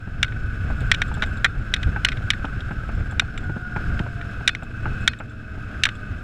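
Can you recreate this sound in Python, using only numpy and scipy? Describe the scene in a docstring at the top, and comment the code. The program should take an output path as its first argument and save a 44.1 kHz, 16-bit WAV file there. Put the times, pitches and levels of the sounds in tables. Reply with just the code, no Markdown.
"""Wind rushes over a cased camera on a rider's chest as a motorcycle slows along a country lane.
From the start a loose strap flaps: coloured noise makes the wind and knocks, ringing tones the buckle's cracks.
The engine note, a stack of sine waves, sags beneath the rush and jumps up near 3 s as the bike changes down.
Gliding sines make gear whines, clearest before the second change down near 4.4 s, where the hardest crack falls.
Then the wind drops, surges and drops again while the buckle goes on cracking."""
import sys
import numpy as np
from scipy import signal
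from scipy.fft import rfft, irfft
from scipy.io import wavfile
from scipy.ndimage import uniform_filter1d, minimum_filter1d

SR = 44100
rng = np.random.default_rng(int(sys.argv[2]) if len(sys.argv) > 2 else 0)


def wav_record(signal):
    """Record a signal, one row per channel, as 16-bit PCM in the file named by sys.argv[1]."""
    frames = np.transpose(np.atleast_2d(signal))
    bounded = np.clip(frames, -1, 1)
    # unit amplitude maps onto the largest positive 16-bit level
    quanta = np.round(bounded * 32767).astype(np.int16)
    wavfile.write(sys.argv[1], SR, quanta)


N = 274743
TIME = np.arange(N) / SR


def amp(db):
    """Turns decibels into a plain multiplier."""
    return 10 ** (np.asarray(db) / 20)


def evened(x):
    """Scales a sound to an average (rms) strength of one."""
    return x / np.sqrt(np.mean(x ** 2) + 1e-20)


def curves(rows):
    """Joins the rows of a table with straight lines and returns each column sample by sample."""
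    times, *columns = np.transpose(rows)
    return [np.interp(TIME, times, column) for column in columns]


def add(mix, start_s, sound):
    """Mixes a sound in at the given time."""
    part = mix[max(round(start_s * SR), 0):][:len(sound)]
    part += sound[:len(part)]


def coloured(x, spectrum, size=8192):
    """Filters a sound to the given (frequency, level) shape, with no echo ahead of its start."""
    hz, db = np.transpose(spectrum)
    bin_hz = abs(np.fft.fftfreq(size, 1 / SR)) + 1  # the 1 avoids log(0)
    log_gain = np.log(amp(np.interp(np.log(bin_hz), np.log(hz), db)))
    # the Hilbert transform finds the phase that makes the filter respond as early as possible
    response = np.exp(np.conj(signal.hilbert(log_gain)))
    taps = np.fft.ifft(response).real[:size // 2]
    return signal.oaconvolve(x, taps)[:len(x)]


def wander(rate_hz):
    """Smooth random drift of unit rms, mostly slower than the given rate."""
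    hz = np.fft.rfftfreq(N, 1 / SR)
    slow = rfft(rng.standard_normal(N)) * np.exp(-(hz / rate_hz) ** 2)
    return evened(irfft(slow, N))


def noise(spectrum):
    """Steady coloured noise of unit rms."""
    return evened(coloured(rng.standard_normal(N), spectrum))


def steadied(x, seconds):
    """Takes the slow swells out of a noise by dividing by its running strength."""
    power = uniform_filter1d(x ** 2, max(int(seconds * SR), 2))
    return x / np.sqrt(abs(power) + 1e-9)


def rung(modes, t):
    """Ringing tones that die away after a brief soft start; each blow lands a little differently."""
    swing = np.zeros(len(t))
    for hz, db, t60 in modes:
        level_db = db + 1.5 * rng.standard_normal() - 60 * t / t60
        swing += amp(level_db) * np.sin(2 * np.pi * hz * t)
    return swing * (1 - np.exp(-(t / 0.00027) ** 2))


# strength of the air flowing over the case: (time [s], level [dB])
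AIRFLOW = [(0, -6.5), (.4, -2), (.85, 2.5), (1.35, 1.5), (1.52, -3), (1.8, 1.5), (2.6, 0), (3.3, -1.5),
           (3.65, -2.5), (3.85, 3), (4.1, -.5), (4.42, 0.5), (4.58, -6.5), (5.04, 3.5), (5.16, -7.5),
           (5.45, -6), (5.78, 0.5), (5.94, -3), (6.23, -2.5)]


def blown(level_db, slope):
    """Level in dB that follows the airflow: its value at 0 dB of flow, and dB gained per dB of flow."""
    return level_db + slope * curves(AIRFLOW)[0]


# single gusts that shake the case: (time [s], half length [s], lift [dB])
GUSTS = [(0.195, 0.043, 8.5), (0.41, 0.089, 4.5), (0.683, 0.055, 4.5), (0.814, 0.022, 5), (1.594, 0.047, 6),
         (1.88, 0.021, 9.5), (2.15, 0.081, 3), (2.582, 0.035, 3), (2.97, 0.081, 8), (3.163, 0.031, 6),
         (3.436, 0.079, 6.5), (3.945, 0.064, 6.5), (4.885, 0.062, 8), (5.567, 0.027, 6), (6.134, 0.044, 8)]
# tone colour of the four wind layers, from low to high: (frequency [Hz], relative level [dB per Hz])
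BUFFET_COLOUR = [(8, -6.5), (18, 5), (30, 3.5), (70, 3), (115, 2.5), (150, -8), (220, -22), (400, -63.5),
                 (3000, -110)]
ROAR_COLOUR = [(80, -21.5), (150, 1.5), (210, 1), (300, -5.5), (400, -12), (550, -14.5), (720, -13.5),
               (1000, -29.5), (2000, -23), (5000, -45), (12000, -102)]
RUSH_COLOUR = [(300, -30.5), (800, -32.5), (1050, -18.5), (1270, -5.5), (1380, -4.5), (1500, 3.5),
               (1620, -0.5), (1750, -13), (1920, -22), (2320, -18.5), (2460, -23.5), (2580, -14.5),
               (2800, -25), (12000, -90.5)]
HISS_COLOUR = [(1500, 1.5), (2800, 11), (3600, 8.5), (4850, 0.5), (5220, 8), (5800, -4.5), (6500, 0.5),
               (7000, -3), (7700, -1), (9000, -12), (10200, -7.5), (11800, -16.5), (13900, -13),
               (15500, -48)]


def wind(lumps_db=1.2, lumps_hz=16, calming_db_per_s=0.9, roar_gust_share=0.54):
    """Gusts and eddies shake the case; the same eddies flutter the rush in its cavity and the hiss above."""
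    gust_db = lumps_db * wander(lumps_hz)
    for peak_s, half_s, lift_db in GUSTS:
        gust_db += lift_db * np.exp(-((TIME - peak_s) / half_s) ** 2)
    eddies = wander(62)

    # the buffeting eases as the bike slows
    buffet_db = blown(-26.5, 1.0) + gust_db - calming_db_per_s * TIME
    roar_db = blown(-40.5, 1) + roar_gust_share * gust_db + 1.64 * eddies
    rush_db = blown(-39, 1.0) + 0.79 * eddies + 1.07 * wander(74)
    hiss_db = blown(-55.5, 0.91) + 0.36 * eddies + 0.92 * wander(52)

    buffet = amp(buffet_db) * steadied(noise(BUFFET_COLOUR), 0.14)
    roar = amp(roar_db) * steadied(noise(ROAR_COLOUR), 0.054)
    rush = amp(rush_db) * noise(RUSH_COLOUR)
    hiss = amp(hiss_db) * noise(HISS_COLOUR)
    return buffet + roar + rush + hiss


# body, crack and edge of a clack: (lowest frequency [Hz], highest frequency [Hz])
CLACK_BANDS = [(1200, 2000), (2000, 4200), (5000, 11000)]


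def voiced(sound, levels_db):
    """Tilts a blow smoothly to bring its body, crack and edge towards the given levels (rms over 10 ms)."""
    spectrum, hz = rfft(sound), np.fft.rfftfreq(len(sound), 1 / SR)
    power = []
    for low_hz, high_hz in CLACK_BANDS:
        band = spectrum[(hz > low_hz) & (hz < high_hz)]
        power.append(2 * np.sum(abs(band) ** 2) / len(sound) / (.01 * SR))
    lift_db = np.array(levels_db) - 10 * np.log10(power)
    # one lift for the body, one held across the crack, one for the edge
    tilt_db = np.interp(hz, [1870, 2600, 3530, 6400], np.repeat(lift_db, [1, 2, 1]))
    return irfft(spectrum * amp(tilt_db), len(sound))


# blows of the buckle on the case: (time [s], relative crack level [dB], relative body level [dB])
CLACKS = [(0.2295, -15.5, -20), (0.2449, -34, -31), (.2816, -48, -46), (.323, -48, -40), (.9156, -14, -14),
          (.9414, -34, -32), (.946, -26, -37), (1.0184, -22.5, -20.5), (1.2229, -28.5, -23),
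          (1.2296, -31.5, -32), (1.2372, -32, -28.5), (1.4454, -17, -14), (1.4525, -27.5, -20),
          (1.461, -35, -25.5), (1.7391, -17, -23), (1.764, -36.5, -36), (1.8309, -31, -32.5),
          (2.0487, -14, -19), (2.065, -41, -28), (2.0871, -24, -29), (2.1192, -33, -34), (2.127, -40, -35),
          (2.172, -42, -41), (2.304, -14.5, -23.5), (2.3349, -38, -30), (2.452, -38.5, -56),
          (2.606, -39.5, -67), (3.1963, -15.5, -18.5), (3.377, -35, -39), (3.993, -35.5, -34),
          (4.2134, -42.5, -36.5), (4.477, -10, -17.5), (4.492, -27, -24), (4.55, -30, -34),
          (5.077, -12, -15), (5.1337, -41, -37), (5.836, -13, -21), (5.8541, -19, -20), (5.867, -34, -26),
          (5.8893, -32, -31)]
# tone colour of the plastic case: (frequency [Hz], relative level [dB])
CASE_COLOUR = [(300, -21), (1000, -11), (1500, 8.5), (2420, 8), (2630, -0.5), (2780, 5.5), (3750, 5),
               (4450, -14), (5800, -9), (6520, -19.5), (7050, -15.5), (10500, -31), (11200, -35.5),
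               (14500, -43), (16000, -58)]
# ringing tones of the case: (frequency [Hz], relative level [dB], time to fall by 60 dB [s])
CASE_RING = [(1530, -15, .04), (1870, -18, .03), (2350, -19, .02), (3710, -18, .025)]
# ringing tones of the buckle: (frequency [Hz], relative level [dB], time to fall by 60 dB [s])
BUCKLE_RING = [(2299, -45, .14), (2525, -33, .15), (3531, -41, .15), (4054, -50, .15), (4290, -42, .12),
               (4996, -48, .09)]


def buckle(chatter_s=0.0052, contacts_per_s=2200, scrape=0.2,
           rattle_db=-13, rattle_s=0.0058, rattles_per_s=500, size=8192):
    """A hard contact, a few quick rebounds and a loose rattle set the plastic case and buckle ringing."""
    out, t = np.zeros(N), np.arange(size) / SR
    lead = np.zeros(size // 64)  # silence ahead of the blow leaves room for the tilt
    for start_s, crack_db, body_db in CLACKS:
        edge_db = -8 + 1.32 * crack_db  # harder blows are brighter: the edge grows faster than the crack
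        rebounds = rng.choice([-1, 1], size) * (rng.random(size) < contacts_per_s / SR)
        contact = rebounds + scrape * rng.standard_normal(size)
        contact *= np.exp(-(t / chatter_s) ** 2)
        contact[0] = 2.4  # a strong first contact

        touches = rng.standard_normal(size) * (rng.random(size) < rattles_per_s / SR)
        rattle = touches * np.exp(-t / rattle_s)
        dulled = signal.lfilter(signal.windows.hann(13), 1, rattle)  # light touches are duller
        contact += amp(rattle_db) * dulled

        crack = coloured(contact, CASE_COLOUR)
        ringing = rung(CASE_RING, t) + amp(-1.5) * rung(BUCKLE_RING, t)
        blow = np.r_[lead, crack / abs(crack).max() + ringing]
        add(out, start_s - len(lead) / SR, voiced(blow, (body_db, crack_db, edge_db)))
    return amp(0.46) * out


# soft strap striking the case: (time [s], relative slap level [dB], relative thump level [dB])
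KNOCKS = [(.073, -35, -35), (.701, -24.5, -51), (1.115, -25, -39), (1.17, -28, -38), (1.223, -17.5, -33),
          (1.961, -18.5, -23.5), (2.444, -19.5, -24), (2.709, -25.5, -25), (2.891, -28.5, -31),
          (3.122, -29, -47), (3.219, -27.5, -30.5), (3.495, -27.5, -27.5), (3.564, -30, -24.5),
          (3.762, -19.5, -20.5), (4, -39, -21), (4.063, -28.5, -38), (4.407, -30, -31.5), (4.624, -27, -37),
          (4.856, -19, -29.5), (5.202, -25, -38), (5.575, -39, -35)]
# tone colour of the slap: (frequency [Hz], relative level [dB per Hz])
SLAP_COLOUR = [(150, -12.5), (500, -9.5), (680, 1.5), (830, 1.5), (1100, -8.5), (1500, 5), (1900, -15.5),
               (2600, -11.5), (3500, -37), (12000, -71)]
# tone colour of the low push under it: (frequency [Hz], relative level [dB per Hz])
THUMP_COLOUR = [(40, -22), (150, 0.5), (350, -13), (550, -26.5), (1200, -28), (8000, -72)]


def webbing(slap_s=0.0079, thump_s=.0083, size=4096):
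    """The soft strap lands with a short slap and a low thump, both quickly fading noise."""
    out, t = np.zeros(N), np.arange(size) / SR
    for start_s, slap_db, thump_db in KNOCKS:
        slap = evened(coloured(rng.standard_normal(size) * np.exp(-t / slap_s), SLAP_COLOUR))
        thump = evened(coloured(rng.standard_normal(size), THUMP_COLOUR)) * np.exp(-t / thump_s)
        add(out, start_s, amp(slap_db - 15.5) * slap + amp(thump_db + 6) * thump)
    return out


# a small metal tag ticking: (time [s], relative level [dB])
TICKS = [(.8056, -35.5), (1.08, -39), (1.141, -31), (1.2615, -37), (1.3718, -37), (2.9511, -44),
         (3.111, -35.5), (3.377, -32), (3.4391, -44), (4.632, -40), (5.01, -42), (5.188, -38), (5.295, -46),
         (5.9523, -41)]
# low and high ringing tones of the tag: (frequency [Hz], relative level [dB], time to fall by 60 dB [s])
TAG_LOW = [(3454, 15, 0.027), (3640, 12, 0.018), (4200, 4, 0.022), (4715, -12, 0.075)]
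TAG_HIGH = [(7500, -1, 0.022), (7600, 7.5, 0.0085), (8100, -8, 0.019), (10460, -11, 0.0098),
            (13600, -9, .006)]


def tag(scrape_s=0.0018, bounce_s=.008, bounce_db=-6, high_db=-28, low_db=-24,
        shivers_per_s=30, shiver_db=-62, shiver_slope=1.5, size=4096):
    """A small metal tag ticks and bounces against its zip, and shivers more strongly in stronger air."""
    out, t = np.zeros(N), np.arange(size) / SR
    for start_s, db in TICKS:
        for delay_s, drop_db in (0, 0), (bounce_s, bounce_db):
            scrape = rng.standard_normal(size) * np.exp(-t / scrape_s)
            high = evened(signal.fftconvolve(scrape, rung(TAG_HIGH, t))[:size])
            low = evened(signal.fftconvolve(scrape, rung(TAG_LOW, t))[:size])
            tick = amp(high_db) * high + amp(low_db) * low
            add(out, start_s + delay_s, amp(db + drop_db) * tick)
    touches = rng.random(N) * (rng.random(N) < shivers_per_s / SR)
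    touches *= amp(blown(shiver_db, shiver_slope))
    return out + signal.oaconvolve(touches, rung(TAG_HIGH, t))[:N]


# narrow hiss against the airflow: (time [s], level [dB])
EDGE_TONE = [(0, -55), (.9, -59), (2.8, -68), (3.7, -78), (4.4, -52), (5.08, -51), (5.25, -52), (5.75, -56),
             (6.23, -54.5)]
# tone colour of that hiss as air slips past the case: (frequency [Hz], relative level [dB per Hz])
EDGE_COLOUR = [(1500, -53), (2400, -15), (2540, 0), (2590, 6), (2660, -16), (2850, -20), (6000, -73)]


def edge_tone():
    """Air slipping past the case adds an airy, hardly pitched whistle made of narrow noise."""
    level_db = blown(0, 1) + curves(EDGE_TONE)[0] + 0.6 * wander(28)
    return amp(level_db) * noise(EDGE_COLOUR)


# revs sag as the bike slows and jump at each change down:
# (time [s], crankshaft speed [turns per s], relative exhaust level [dB])
ENGINE = [(0, 75.3, -50), (.75, 72.2, -42), (1.7, 68.8, -47), (2.8, 66, -48), (2.97, 76, -44),
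          (4.15, 70, -46.5), (4.42, 79, -45), (5.3, 74.5, -45), (6.23, 67.2, -46)]
# tones of the exhaust note: (multiple of the crank speed, relative level [dB])
EXHAUST = [(1, -5), (1.5, 2.5), (2, -7), (2.5, -13), (3, -2.5), (3.5, -15), (4, -7), (4.5, -19), (5.5, -18),
           (6, -15), (7, -21)]


def engine():
    """Uneven firing gives tones at half and whole multiples of the crank speed, each a little unsteady."""
    crank_hz, level_db = curves(ENGINE)
    turns = np.cumsum(crank_hz * (1 + .0025 * wander(25))) / SR
    note = np.zeros(N)
    for multiple, db in EXHAUST:
        tone = np.sin(2 * np.pi * (multiple * turns + rng.random()))
        note += amp(db + 2 * wander(29)) * tone
    return amp(level_db - 1) * np.sqrt(2) * note


def swell(peak_s, rise_s, fall_s):
    """Distance from a peak, counted in rise times before it and fall times after it."""
    before = (peak_s - TIME) / max(rise_s, .01)
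    after = (TIME - peak_s) / max(fall_s, .01)
    return np.maximum(before, after)


# a gear pair sings while it is loaded: (time at its loudest [s], rise [s], fall [s],
# pitch at that time [Hz], level [dB], pitch sag [share per s])
GEAR_WHINES = [(0.752, 0.96, 0.97, 1460, -43, .05), (2.85, 0.24, 0.16, 1305, -48, .05),
               (3.46, 0.05, 0.22, 1461, -36.5, .065), (3.84, 0.38, 0.13, 1432, -38, .065),
               (4.05, .7, 0.51, 699, -50, .08), (5.4, 0.68, 2.1, 638, -59.5, 0.068),
               (5.62, 0.13, 1.2, 1270, -53, .09)]


def gears(waver_db=3, jitter=0.00301, fade_db=12):
    """Meshing teeth whine: tones swell, fade and glide down as the bike slows, wavering in pitch and strength."""
    out = np.zeros(N)
    for peak_s, rise_s, fall_s, hz, db, sag in GEAR_WHINES:
        glide_hz = hz * np.exp(-sag * (TIME - peak_s))
        phase = 2 * np.pi * np.cumsum(glide_hz * (1 + jitter * wander(77.0))) / SR
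        # fade_db is the drop one rise time before the peak or one fall time after it
        level_db = db - fade_db * swell(peak_s, rise_s, fall_s) ** 2 + waver_db * wander(24)
        out += amp(level_db) * np.sqrt(2) * np.sin(phase)
    return out


def scene():
    """Wind, strap and bike together, all close to the case."""
    strap = buckle() + webbing() + tag()
    bike = engine() + gears()
    return (wind() + strap + edge_tone() + bike)[None]


def limited(x, ceiling=0.91, size=45):
    """A fast peak limiter: the gain dips for about two milliseconds round each overload."""
    gain = np.minimum(1, ceiling / (abs(x) + 1e-9))
    return x * uniform_filter1d(minimum_filter1d(gain, size), size)


def record(dry, top_hz=16600):
    """Adds a faint electronic whistle, limits the peaks, then cuts the highest treble."""
    whistle = amp(-83.5) * np.sin(2 * np.pi * 11000 * TIME)
    treble_cut = signal.firwin(511, top_hz, window=("kaiser", 9), fs=SR)
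    return signal.oaconvolve(limited(dry + whistle), treble_cut[None], "same")


dry = scene()
out = record(dry)
wav_record(out)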